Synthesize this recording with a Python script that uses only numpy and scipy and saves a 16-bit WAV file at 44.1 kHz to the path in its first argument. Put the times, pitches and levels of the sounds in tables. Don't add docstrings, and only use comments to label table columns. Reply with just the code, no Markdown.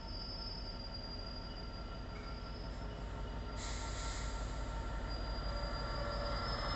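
import sys
import numpy as np
from scipy.fft import rfft, irfft, next_fast_len
from scipy.io import wavfile
from scipy.ndimage import map_coordinates

SR = 44100
rng = np.random.default_rng(int(sys.argv[2]) if len(sys.argv) > 2 else 0)


def dump(signal):
    limited = np.clip(np.atleast_2d(signal).T, -1, 1)
    pcm = np.round(limited * 32767).astype(np.int16)
    wavfile.write(sys.argv[1], SR, pcm)


N = 297675
SHAFT_HZ = 5.748


def amp(db):
    return np.exp(np.asarray(db) * (np.log(10) / 20))


def unit(x):
    return x / np.sqrt(np.mean(x ** 2) + 1e-20)


def clock():
    return np.arange(N) / SR


def wobble(rate_hz):
    grid_s = np.linspace(0, N / SR, 2000)
    knots = rng.standard_normal(int(N * rate_hz / SR) + 4)
    return np.interp(clock(), grid_s, map_coordinates(knots, [grid_s * rate_hz]))


def noise():
    return rng.standard_normal(N)


def filtered(x, response):
    size = next_fast_len(N + SR // 2)
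    return irfft(rfft(x, size) * response(np.fft.rfftfreq(size, 1 / SR)), size)[:N]


def colour(x, points):
    hz, db = np.transpose(points)
    skirts = lambda f: 1 / np.sqrt((1 + (hz[0] / (f + 1)) ** 8) * (1 + (f / hz[-1]) ** 8))
    return unit(filtered(x, lambda f: skirts(f) * amp(np.interp(np.log(f + 1), np.log(hz), db))))


def ring(modes):
    power = lambda f: sum(amp(db) ** 2 / width / (1 + ((f - hz) / width) ** 2) ** 2
                          for hz, width, db in modes)
    return unit(filtered(noise(), lambda f: np.sqrt(power(f))))


def tone(hz, width_hz, echo_db):
    direct = np.sqrt(2) * np.sin(2 * np.pi * hz * clock() + .5 * wobble(5))
    return unit(direct + amp(echo_db) * ring([(hz, width_hz, 0)]))


def envelope(start_s, rise_s, hold_s, t60_s):
    t = clock() - start_s
    return np.clip(t / rise_s, 0, 1) * amp(-60 * np.maximum(t - rise_s - hold_s, 0) / t60_s)


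def approach(db, growth, start_m=46.02, speed_m_per_s=3.6, reference_m=33):
    distance_m = np.maximum(start_m - speed_m_per_s * clock(), 1)
    return amp(db + growth * 20 * np.log10(reference_m / distance_m))


def echo_fade(echo_ratio, dip_s, period_s):
    phase = 2 * np.pi * (clock() - dip_s) / period_s
    return np.sqrt(np.abs(1 + echo_ratio ** 2 - 2 * echo_ratio * np.cos(phase)))


def exhaust(turns, drone_growth=.85, panel_growth=1.7):
    # order, level_db, growth, echo_ratio, dip_s, period_s
    throb = [(6, -55, -0.7, 0.7, 3.2, 4.7), (7, -51, 1, 0.2, 1.6, 7.5), (9, -44, 1.0, 0.32, 1, 6.75)]
    # order, level_db
    drone = [(3, -63.5), (8, -59.5), (10, -61.5), (12, -63.5), (13, -68), (14, -65), (15, -56), (16, -55),
             (17, -67), (19, -62), (20, -58), (21, -66.5), (23, -59.5), (27, -68), (28, -64.5), (30, -68.5),
             (32, -74), (38, -73), (40, -63), (43, -65), (44, -61), (57, -67.5)]
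    # order, level_db
    panels = [(79, -71.5), (83, -67.5), (87, -77.5), (96, -64.5), (106, -67.5), (109, -72), (117, -65.5),
              (122, -70.5)]
    out = np.zeros(N)
    for order, db, growth, echo_ratio, dip_s, period_s in throb:
        level = approach(db + .6 * wobble(5), growth) * echo_fade(echo_ratio, dip_s, period_s)
        out -= level * np.sin(2 * np.pi * order * turns)
    for harmonics, growth in ((drone, drone_growth), (panels, panel_growth)):
        for order, db in harmonics:
            phase = rng.uniform(0, 2 * np.pi) + 0.44 * wobble(2.007)
            level = approach(db + 1.8 * wobble(1.7), growth)
            out += level * np.sin(2 * np.pi * order * turns + phase)
    return out


def clatter(turns, cylinders=12, patterns=4):
    # frequency_hz, level_db
    block = [(90, -6.5), (150, -5.5), (240, -4.5), (320, -10), (390, -12), (435, -17), (480, -14),
             (560, -11), (680, -6.5), (800, -16.5), (1000, -19.5), (1450, -23), (2000, -25), (2400, -32.5)]
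    turn_samples = round(SR / SHAFT_HZ)
    place = (turns * turn_samples).astype(int) % turn_samples
    combustion = np.zeros(N)
    for i, pattern in enumerate(rng.standard_normal((patterns, turn_samples))):
        crossfade = np.clip(1 - abs(np.linspace(0, patterns - 1, N) - i), 0, 1)
        combustion += np.sqrt(crossfade) * pattern[place]
    strengths = amp(1.5 * rng.standard_normal(cylinders))
    firing = turns * cylinders
    bursts = strengths[firing.astype(int) % cylinders] * np.exp(-.6 * (firing % 1))
    return colour(combustion * bursts, block)


def panel_boom():
    # start_s, level_db, rise_s, hold_s, t60_s, order
    booms = [(-.7, -61.5, 2.94, 0.44, 33, 73), (0, -65, .7, .3, 7.2, 96)]
    return sum(amp(db) * envelope(start, rise, hold, t60) * tone(order * SHAFT_HZ, 7.3, echo_db=-5)
               for start, db, rise, hold, t60, order in booms)


def engine(clatter_db=-2, rumble_db=-2.5):
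    # frequency_hz, level_db
    rumble = [(25, -9), (40, 0), (60, -4.5), (100, -3), (160, -11), (240, -12.5), (340, -11.5), (430, -21),
              (500, -22.5), (660, -10.5), (800, -21.5)]
    turns = SHAFT_HZ * clock() + .0015 * wobble(1.2)
    body = amp(clatter_db) * clatter(turns) + amp(rumble_db) * colour(noise(), rumble)
    return exhaust(turns) + approach(-50.5, growth=.95) * body + panel_boom()


def gears(swing_db=1.5, echo_ratio=.24):
    # harmonic, level_db, growth, width_hz, echo_db, dip_s, period_s
    mesh = [(2, -61, 1.5, 14, 1, 2.2, 4.5), (3, -58.5, 2, 18, 0, 2.83, 2.2)]
    mesh_hz = 79.03 * SHAFT_HZ
    swing = amp(swing_db * np.sin(2 * np.pi * SHAFT_HZ * clock()))
    whine = np.zeros(N)
    for harmonic, db, growth, width_hz, echo_db, dip_s, period_s in mesh:
        level = approach(db, growth) * echo_fade(echo_ratio, dip_s, period_s)
        whine += level * tone(harmonic * mesh_hz, width_hz, echo_db)
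    return swing * whine


def rolling(clear_s=6.26, spread_s=0.33):
    # frequency_hz, level_db
    roar_spectrum = [(300, -25), (480, 3), (650, -2.5), (780, -1), (1000, -1), (1200, -1), (1450, -0.5),
                     (1600, -5.5), (1800, -0.5), (2020, -6), (2200, -23), (2700, -33.5), (4000, -45)]
    # frequency_hz, level_db
    rail_spectrum = [(1200, -15), (2200, -8), (2450, -6), (2700, -14), (3100, 0.5), (3700, 5.5), (4300, 0),
                     (4700, -9), (5600, -23), (6500, -14), (7500, -6.5), (8500, -25.5)]
    # frequency_hz, width_hz, level_db
    bogie_modes = [(1165, 10, -7), (1794, 6.1, -8.5), (2055, 9.7, -1.5), (2910, 10, -11.5), (3216, 15, -8),
                   (3550, 15, -14), (3575, 19, -8), (3730, 25, -14.5), (4060, 17, -8), (4600, 11, -12),
                   (5800, 15, -26.5), (6060, 24, -19.5), (6320, 20, -20.5)]
    # frequency_hz, level_db
    wagon_spectrum = [(900, -2), (1500, -2), (2200, -5.5), (3200, -5.5), (4000, -12.5), (4600, -13),
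                      (5600, -14), (7600, -18), (8500, -34.5)]
    # frequency_hz, width_hz, level_db
    wagon_modes = [(2560, 120, 0.5), (3287, 17, 0), (3370, 19, -8.5), (4245, 32, -4), (5390, 24, -2.5),
                   (5830, 23, -11)]
    # frequency_hz, width_hz, level_db
    open_modes = [(1140, 68, -2), (1208, 12, -7), (1310, 25, -7.5)]
    clear = .5 + .5 * np.tanh((clock() - clear_s) / spread_s)
    roar_gain = approach(-58.5, growth=2.74) * amp(2 * clear + 0.83 * wobble(14))
    roar = roar_gain * colour(noise(), roar_spectrum)
    steel = amp(-1) * colour(noise(), rail_spectrum) + ring(bogie_modes)
    treads = approach(-71, growth=2.6) * amp(5.5 * clear + 0.91 * wobble(12)) * steel
    wagons = amp(-64) * colour(noise(), wagon_spectrum) + amp(-72.5 + wobble(9.2)) * ring(wagon_modes)
    return roar + treads + wagons + amp(-48.5) * clear * ring(open_modes)


def singing(hz, echo_db, flutter_db=3, flutter_hz=30, smear_hz=60.7):
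    phase = 2 * np.pi * np.cumsum(hz + 5 * wobble(20)) / SR
    direct = unit(np.sin(phase) * amp(flutter_db * wobble(flutter_hz)))
    echoes = unit(filtered(noise(), lambda f: np.exp(-((f - hz) / smear_hz) ** 2)))
    return unit(direct + amp(echo_db) * echoes)


LOW_MODE_HZ, HIGH_MODE_HZ = 4804, 5176


def squeal():
    # start_s, level_db, rise_s, hold_s, t60_s, mode_hz, detuning_hz, echo_db
    squeals = [(-.3, -51.5, 0.67, 0.16, 1.1, HIGH_MODE_HZ, 21, 0),
               (-.04, -51.5, .24, 0.96, 5.5, LOW_MODE_HZ, 0, 2),
               (1.1, -70, 0.27, .1, 1.8, HIGH_MODE_HZ, -4, 5.5),
               (2.156, -63.5, 0.38, 0.15, 1, HIGH_MODE_HZ, -26, 12),
               (2.24, -61.5, 0.052, .3, 1, LOW_MODE_HZ, -7.5, -2),
               (2.66, -67, .1, 0.055, .6, HIGH_MODE_HZ, 95, 9),
               (3.12, -62.5, .35, .75, 8, LOW_MODE_HZ, -13.5, -0.5),
               (5.054, -53, 0.067, 0.84, 0.91, LOW_MODE_HZ, 7.5, -3.5),
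               (5.75, -59, 0.49, .2, 1, HIGH_MODE_HZ, -23, 6.5),
               (6.098, -52.5, 0.033, 0.25, 2.4, LOW_MODE_HZ, 6.5, -5.5),
               (6.397, -47.5, .13, .3, 1, HIGH_MODE_HZ, -2, -7)]
    return sum(amp(db) * envelope(start, rise, hold, t60) * singing(mode_hz + detuning_hz, echo_db)
               for start, db, rise, hold, t60, mode_hz, detuning_hz, echo_db in squeals)


def flanges():
    # start_s, level_db
    catches = [(1.469, -59.5), (1.83, -65), (2.865, -65), (3.215, -62)]
    catching = sum(amp(db) * envelope(start, rise_s=.04, hold_s=.04, t60_s=.4) for start, db in catches)
    rubbing = approach(-72, growth=.35)
    return np.hypot(rubbing, catching) * ring([(2966, 20, 0), (2911, 17, -2.5)])


def coupling(start_s=2.15, level_db=-54, rise_s=0.0064, t60_s=1.0):
    t = np.maximum(clock() - start_s, 0)
    steel = ring([(1300, 190, 2), (2190, 33, -0.5), (2320, 50, -4.5), (3780, 33, -14), (4500, 2700, -7)])
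    return amp(level_db - 60 * t / t60_s) * (1 - np.exp(-t / rise_s)) * steel


def air(rush_db=-9):
    # start_s, level_db, rise_s, hold_s, t60_s
    releases = [(2.696, -65, 0.053, 0.02, 0.34), (2.914, -70.5, .1, 0.11, 1.8),
                (3.557, -47.5, 0.065, 0.049, 2.7), (3.889, -49, .12, 0.16, 1.18),
                (4.212, -60.5, 0.21, .1, 3.9), (5.45, -67.5, 0.056, 1.8, 2)]
    # frequency_hz, level_db
    jet_spectrum = [(1500, -10), (1900, 2), (2150, -0.5), (2400, -10), (2850, -15), (3300, -6), (4000, -1),
                    (4500, -4), (5100, -4.5), (5800, -11), (6500, -4.5), (7400, 2), (7900, -6), (8500, -5)]
    power = sum((amp(db) * envelope(start, rise, hold, t60)) ** 2
                for start, db, rise, hold, t60 in releases)
    jet = colour(noise(), jet_spectrum) + amp(rush_db) * ring([(1140, 410, 0)])
    return np.sqrt(power) * amp(0.2 * wobble(25)) * jet


def motor(start_s=5.38, rise_s=0.12, level_db=-54.5, pitch_hz=576.1, swell_db=7.5):
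    # harmonic, level_db
    partials = [(1, 0), (2, -7), (3, -7.5), (4, -19)]
    fundamental, *overtones = [amp(db) * tone(harmonic * pitch_hz, width_hz=3.5, echo_db=-4.5)
                               for harmonic, db in partials]
    swell = np.hypot(1, amp(swell_db) * envelope(start_s=5.78, rise_s=0.23, hold_s=0.097, t60_s=2.4))
    onset = np.clip((clock() - start_s) / rise_s, 0, 1)
    return amp(level_db) * onset * (swell * fundamental + sum(overtones))


def scene():
    return (engine() + gears() + motor() + rolling() + squeal() + flanges() + air() + coupling())[None]


def record(dry, corner_hz=7800, limit_hz=8500):
    response = lambda hz: amp(-20 * np.clip((hz - corner_hz) / 650, 0, 2)) * (hz < limit_hz)
    return filtered(dry[0], response)[None]


dry = scene()
out = record(dry)
dump(out)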